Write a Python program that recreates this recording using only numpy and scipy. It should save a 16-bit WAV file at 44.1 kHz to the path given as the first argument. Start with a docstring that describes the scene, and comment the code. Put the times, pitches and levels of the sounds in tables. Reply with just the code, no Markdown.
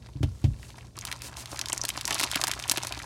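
"""A knife goes down on a table: dull thumps ring the wood's low modes, noise bursts give the handle's clack.
Two hands then crinkle a plastic mailer and pull it open: creases snap as short, smeared rings, pieces of
the sheet flap as hollow noise taps, and slack-drum pops are sagging sines. Swarms of tiny crackles and
flaps and the hiss of sliding film follow the pull of the hands.
Throughout, a small room answers faintly over low hum and a rush of air; the microphone is close."""
import sys
import numpy as np
from scipy import signal
from scipy.fft import rfft, irfft
from scipy.io import wavfile

SR = 44100
rng = np.random.default_rng(int(sys.argv[2]) if len(sys.argv) > 2 else 0)


def digitize_waveform(pressure):
    """Quantize a signal to 16-bit integers and store it at the path in sys.argv[1].

    Rows of a 2-D input are taken as channels; values are limited to [-1, 1].
    """
    field = np.atleast_2d(pressure).T
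    bounded = np.clip(field, -1, 1)
    quanta = np.round(bounded * 32767).astype(np.int16)
    wavfile.write(sys.argv[1], SR, quanta)


N = 134505  # length [samples]


def amp(db):
    """Turns decibels into gain."""
    return 10 ** (np.asarray(db) / 20)


def unit(x):
    """Scales a sound to energy 1."""
    return x / np.sqrt(np.sum(x ** 2) + 1e-20)


def evened(x):
    """Scales a sound to rms 1."""
    return unit(x) * np.sqrt(len(x))


def read(points, hz):
    """Reads a curve between its points on a log-frequency axis."""
    f, value = np.transpose(points)
    return np.interp(np.log(hz + 1), np.log(f + 1), value)


def add(mix, s, sound):
    """Mixes a sound in at time s."""
    start = max(round(s * SR), 0)
    part = mix[start:][:len(sound)]
    part += sound[:len(part)]


def bins(size=2048):
    """Frequencies of a short spectrum [Hz]."""
    return np.fft.rfftfreq(size, 1 / SR)


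def click(db):
    """The sharpest causal click with this spectrum: minimum phase, energy 1."""
    both_sides_db = np.r_[db, db[-2:0:-1]]
    log_gain = np.log(amp(both_sides_db))
    spectrum = np.exp(np.conj(signal.hilbert(log_gain)))
    return unit(np.fft.ifft(spectrum).real[:len(db)])


def burst(decay_s, size=1500):
    """A puff of noise that dies away, energy 1."""
    fade = np.exp(-np.arange(size) / SR / decay_s)
    return unit(rng.standard_normal(size) * fade)


def noise(points):
    """Steady noise of a given spectrum, rms 1."""
    white = rfft(rng.standard_normal(N))
    return evened(irfft(white * amp(read(points, bins(N))), N))


def swarm(grains, per_s, spread_db):
    """Scatters grains at random times, signs and sizes, rms 1."""
    out = np.zeros(N)
    for grain in grains:
        sign = rng.choice([-1, 1], N)
        boost_db = spread_db * np.minimum(rng.exponential(1, N), 3.2)
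        struck = rng.random(N) < per_s / len(grains) / SR
        out += signal.oaconvolve(sign * amp(boost_db) * struck, grain)[:N]
    return evened(out)


# colour of the film in every snap and crackle: (frequency [Hz], level [dB])
FILM_COLOUR = [(150, -18), (500, -9.5), (1500, 7.5), (3000, 6), (6000, 5), (11000, 3.5), (16000, -8.5)]
RATTLE, RATTLE_S = .6, 0.0024  # gain and decay of the film's rattle after a snap
SHIVER, SHIVER_S = 0.43, 0.0031  # gain and decay of the shiver that follows on
SNAP_SKIRT = 1.5  # steepness of the slopes either side of a snap's pitch
BEND_S, BEND_HZ = 0.00044, 4740  # bending waves' travel time at this pitch; low notes come later


def snap(hz, octaves, skirt=SNAP_SKIRT):
    """A crease flips: one short ring spreads through the film, which rattles after it."""
    f = bins() + 1
    away = np.log2(f / hz) / octaves
    ring = click(read(FILM_COLOUR, f) - 10 * skirt * np.log10(1 + away ** 2))
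    late = np.exp(-4j * np.pi * BEND_S * np.sqrt(f * BEND_HZ))
    ring = irfft(rfft(ring, 2 * len(f) - 2) * late)[:len(f)]
    drive = RATTLE * burst(RATTLE_S) + SHIVER * burst(SHIVER_S)
    drive[0] += 1  # the flip itself
    return unit(signal.fftconvolve(drive, ring))


# colour of a jerking piece of sheet: (frequency [Hz], level [dB])
SHEET_COLOUR = [(100, -16), (300, -4), (480, -15), (900, -4), (2300, -20), (5000, -28), (16000, -100)]
FLAP_S, FLAP_OCTAVES = 0.0041, 1  # decay of the jerk; width of its pitch peak


def flap(hz):
    """A wider piece of the sheet jerks with a hollow tap of its own pitch."""
    away = np.log2((bins() + 1) / hz) / FLAP_OCTAVES
    tap = click(read(SHEET_COLOUR, bins()) - 10 * np.log10(1 + away ** 2))
    return unit(signal.fftconvolve(burst(FLAP_S), tap))


# creases that buckle: (time [s], energy before SNAP_DB [dB], pitch [Hz], bandwidth [octaves])
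CREASE_SNAPS = [(.63, -21, 2220, 0.63), (0.7042, -23.5, 2400, 0.57), (.8093, -25.5, 2900, 0.23),
                (0.9771, -23.5, 4300, 0.21), (.989, -11.5, 6560, 1.1), (1.0116, -14, 6450, 0.19),
                (1.052, -7, 5670, 1.8), (1.071, -14, 4530, 0.54), (1.0768, -13.5, 3500, 0.9),
                (1.1153, -7, 2770, 0.99), (1.1266, -6, 2640, 1.3), (1.22, -11.5, 4900, 4.2),
                (1.3697, -13.5, 5070, 0.62), (1.458, -13, 3920, 0.72), (1.5923, -4, 4600, 0.66),
                (1.6139, -2.5, 4800, 0.67), (1.6585, -7, 3900, 0.46), (1.6857, -8, 5200, .66),
                (1.699, -7.5, 6600, 0.31), (1.7224, -10.5, 3160, 0.14), (1.73, 1.5, 7250, 0.39),
                (1.7782, -4.5, 6640, .28), (1.8152, -1, 5740, 0.097), (1.8374, -7, 5500, 0.55),
                (1.852, -2, 5100, 1.2), (1.885, -11, 8060, 0.5), (1.8907, -0.5, 11900, 2.2),
                (1.9029, -5, 3180, 0.47), (1.9763, -8, 4450, .5), (2.0114, -6.5, 4220, 1),
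                (2.0539, -1.5, 6600, 0.43), (2.078, -2.5, 5360, 2.1), (2.108, -2, 5470, 0.98),
                (2.1295, -4, 3300, .3), (2.1448, -2.5, 8300, 1.2), (2.1971, -1.5, 3960, 3.2),
                (2.2028, -2, 5600, 6.6), (2.212, -3, 5930, 1.1), (2.2324, -3, 5960, 0.71),
                (2.2374, 1.5, 3350, 1.5), (2.315, -3, 4700, 1.4), (2.3355, -7.5, 3060, .3),
                (2.3452, -6, 2650, 0.33), (2.358, 2, 3880, 1.8), (2.4148, 0, 3480, 1.4),
                (2.439, 1, 5430, 1.3), (2.4464, -11, 4200, 1.4), (2.471, -3.5, 4360, 2.6),
                (2.4794, -4, 5840, 3.8), (2.5148, 0, 3330, 0.75), (2.5372, -8, 3800, 1),
                (2.5988, -10.5, 3160, 1.6), (2.6255, -11.5, 4700, 0.43), (2.6391, -9, 2600, .4),
                (2.6847, -14, 3360, 0.64), (2.697, 5.5, 5630, 0.49), (2.7143, 2.5, 4480, 1.1),
                (2.718, 3.5, 9000, 2), (2.7739, -2, 3400, 2.3), (2.781, -4, 2900, 0.84),
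                (2.834, -7, 5650, 0.36), (2.8491, -12, 5600, 1.6), (2.8707, -6.5, 6200, 1.2),
                (2.924, -5.5, 3200, 0.62)]
# jerks of the sheet: (time [s], energy before FLAP_DB [dB], pitch [Hz])
SHEET_FLAPS = [(.06, -25, 1010), (0.088, -21.5, 760), (.78, -17, 1030), (0.9622, -26, 1250),
               (0.9758, -11.5, 940), (1.323, -19, 1300), (1.686, -29, 1050), (1.84, -5, 980),
               (1.975, -4, 1000), (2.081, -4.5, 1380), (2.107, -3, 1110), (2.1564, -12, 1110),
               (2.232, -2, 1170), (2.36, -5, 1620), (2.4167, -12, 1580), (2.439, 2.5, 1120),
               (2.4803, -2, 1350), (2.4897, -24, 1350), (2.717, -4, 1100), (2.7743, -8.5, 1650),
               (2.833, -7, 1020), (2.8491, -7.5, 1280)]
# the taut bag pops like a slack drum: (time [s], energy [dB], middle pitch [Hz])
BAG_POPS = [(2.237, -14, 296), (2.359, -10, 290), (2.713, -12, 266), (2.776, -9, 346)]
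SNAP_DB, FLAP_DB = -0.5, -4  # trims of all snaps and flaps
POP_DECAY_S, POP_SAG = 0.0042, 0.11  # fade of a pop; fall of its pitch as a share of it


def creases():
    """Loud snaps of buckling film, flaps of the sheet and hollow pops whose pitch sags as they fade."""
    out = np.zeros(N)
    for s, db, hz, octaves in CREASE_SNAPS:
        add(out, s - BEND_S, amp(db + SNAP_DB) * snap(hz, octaves))
    for s, db, hz in SHEET_FLAPS:
        add(out, s, amp(db + FLAP_DB) * flap(hz))
    fade = np.exp(-np.arange(SR // 10) / SR / POP_DECAY_S)
    for s, db, hz in BAG_POPS:
        sagging_hz = hz * (1 + POP_SAG * (fade - .5))
        pop = fade * np.sin(2 * np.pi * np.cumsum(sagging_hz) / SR)
        add(out, s, amp(db) * unit(pop))
    return out


# pull of the hands, from which each layer is trimmed: (time [s], level [dB])
HAND_PULL = [(0, -64.5), (.3, -63.5), (.56, -63), (.77, -54.5), (.87, -56.5), (.93, -81), (.965, -60.5),
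             (1.08, -45), (1.19, -53), (1.48, -51.5), (1.528, -43.5), (1.63, -50.5), (1.732, -39.5),
             (1.8, -50.5), (1.92, -46.5), (1.98, -39), (2.039, -51), (2.09, -36), (2.22, -34),
             (2.27, -41.5), (2.35, -38), (2.57, -43), (2.8, -42), (3.05, -46)]
# colour of film sliding on film, here and in the rubs: (frequency [Hz], level [dB per Hz])
SLIDE_COLOUR = [(300, 4.5), (1200, -4), (6500, 2.5), (9000, 1), (16000, -14.5)]
CRACKLE_DB, SLIDE_DB, FLUTTER_DB = -0.5, -12, -3  # layer trims
CRACKLE_HZ, CRACKLE_SKIRT = (1430, 7700), 3  # pitch range; steepness of the slopes
CRACKLES_PER_S, CRACKLE_SPREAD_DB = 420, 6
FLAP_HZ = (630, 1660)  # each small flap of the flutter favours its own pitch in this range
FLAPS_PER_S, FLAP_SPREAD_DB = 200, 5
PULL_DB, FLUTTER_FOLLOW = -19, 0.97  # flutter moves 0.97 dB per dB of pull, pivoting at this level
AVALANCHE_DB, AVALANCHE_S = -35, 0.0059  # crackle swell around a flap: trim, rise and fall time


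def crinkle(count=30):
    """Crackles, flutter and sliding hiss follow the hands; each jerk swells the crackles around it."""
    t = np.arange(N) / SR
    pull_db = np.interp(t, *np.transpose(HAND_PULL))
    avalanche = np.zeros(N)
    for s, flap_db, _ in SHEET_FLAPS:
        avalanche += amp(AVALANCHE_DB) * amp(flap_db) * np.exp(-abs(t - s) / AVALANCHE_S)

    tiny_snaps = [snap(hz, octaves=0.84, skirt=CRACKLE_SKIRT) for hz in np.geomspace(*CRACKLE_HZ, count)]
    crackles = swarm(tiny_snaps, CRACKLES_PER_S, CRACKLE_SPREAD_DB)
    small_flaps = [flap(hz) for hz in np.geomspace(*FLAP_HZ, count)]
    flutter = swarm(small_flaps, FLAPS_PER_S, FLAP_SPREAD_DB)

    crackle_level = amp(pull_db + CRACKLE_DB) + avalanche
    slide_level = amp(pull_db + SLIDE_DB)
    flutter_level = amp(PULL_DB + FLUTTER_FOLLOW * (pull_db - PULL_DB) + FLUTTER_DB)
    return crackle_level * crackles + slide_level * noise(SLIDE_COLOUR) + flutter_level * flutter


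# film slips on film: (time [s], length [s], peak level [dB])
FILM_RUBS = [(0.204, 0.44, -62), (0.568, 0.18, -55), (1.216, 0.085, -41), (1.357, 0.088, -42.5),
             (1.465, 0.12, -47.5), (2.917, 0.081, -66)]


def rubs():
    """Film slips on film: dense tiny clicks make a grainy hiss in short swells."""
    t = np.arange(N) / SR
    level = np.zeros(N)
    for s, length, db in FILM_RUBS:
        level += amp(db) * np.sin(np.pi * np.clip((t - s) / length, 0, 1))
    return level * swarm([click(read(SLIDE_COLOUR, bins()))], per_s=2200, spread_db=3)


# the knife handle touches down: (time [s], energy [dB], decay [s])
HANDLE_CLACKS = [(.23, -8, 0.0092), (.441, -10.5, .012)]
# colour of the handle: (frequency [Hz], level [dB])
HANDLE_COLOUR = [(200, -9), (620, 6), (870, 2), (1150, -9), (3000, -2), (16000, -26.5)]


def knife():
    """The handle clacks on the table: fading noise coloured by the handle's resonances."""
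    out = np.zeros(N)
    for s, db, decay_s in HANDLE_CLACKS:
        body = click(read(HANDLE_COLOUR, bins()))
        clack = signal.fftconvolve(burst(decay_s, size=4000), body)
        add(out, s, amp(db) * unit(clack))
    return out


# blows on the table: (time [s], strength [dB], contact time [s])
TABLE_THUMPS = [(.155, -32.5, 0.00058), (.206, -23, 0.0008), (.232, -22.5, 0.00017), (.239, -12.5, 0.0025),
                (0.441, -18, 0.00051), (0.4493, -11, 0.0018), (.476, -11.5, 0.0028), (0.51, -7, 0.006),
                (.535, -22, 0.0034)]
# low modes of the table top: (frequency [Hz], level [dB], time to fall 60 dB [s])
TABLE_MODES = [(63.3, -14, 0.48), (89.8, -8, 0.35), (109.6, -8.5, 0.23), (134, 4, 0.138), (218.3, -9, 0.18),
               (283.8, 1, 0.081)]


def table():
    """Blows ring the low modes of the table; the softer the contact, the deeper the thump."""
    t, out = np.arange(SR // 2) / SR, np.zeros(N)
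    ring = sum(amp(db - 60 * t / t60) * np.sin(2 * np.pi * hz * t) for hz, db, t60 in TABLE_MODES)
    for s, db, contact_s in TABLE_THUMPS:
        push = t * np.exp(-t / contact_s)
        add(out, s, amp(db) * signal.fftconvolve(push / push.sum(), ring))
    return out


# time the room takes to fall 60 dB: (frequency [Hz], time [s])
ROOM_FALL = [(100, 0.63), (5000, 0.47), (16000, 0.13)]
ROOM_DB, EARLY_DB, EARLY_S = -24, -13.5, 0.0061  # tail energy; energy and decay of the reflections


def room(x, size=256):
    """Quick reflections from the table, then a faint tail that is shorter in the treble."""
    hz, t, z = signal.stft(rng.standard_normal(SR // 2), SR, nperseg=size)
    fading = z * amp(-60 * t / read(ROOM_FALL, hz)[:, None])
    tail = amp(ROOM_DB) * unit(signal.istft(fading, SR, nperseg=size)[1])
    add(tail, 0, amp(EARLY_DB) * burst(EARLY_S))
    out = np.zeros(N)
    add(out, .002, signal.fftconvolve(x, tail))
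    return out


# mains hum partials: (frequency [Hz], rms level [dB])
HUM_PARTIALS = [(59.8, -57.5), (120, -51.5)]
# colour of the room air: (frequency [Hz], level [dB per Hz])
AIR_COLOUR = [(20, -4), (68, 0.5), (180, -11), (600, -24.5), (2000, -48), (4500, -35), (9000, -41),
              (16000, -57)]
AIR_DB = -48.5  # rms level of the air


def background():
    """Mains hum as steady sines, and the low rush of room air as shaped noise."""
    t = np.arange(N) / SR
    hum = np.zeros(N)
    for hz, db in HUM_PARTIALS:
        hum += amp(db) * np.sqrt(2) * np.sin(2 * np.pi * (hz * t + rng.random()))
    return hum + amp(AIR_DB) * noise(AIR_COLOUR)


def scene():
    """Bag, knife and table in the room, over its hum and air."""
    near = creases() + crinkle() + rubs() + table() + knife()
    return (near + room(near) + background())[None]


LOW_CUT_HZ, EDGE_HZ = 46, 16300


def record(dry):
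    """The recorder's low cut and band limit."""
    low_cut = signal.butter(5, LOW_CUT_HZ, "high", fs=SR, output="sos")
    thin = signal.sosfilt(low_cut, dry)
    band_limit = signal.firwin(255, EDGE_HZ, window=("kaiser", 9), fs=SR)
    return signal.oaconvolve(thin, band_limit[None], "same")


dry = scene()
out = record(dry)
digitize_waveform(out)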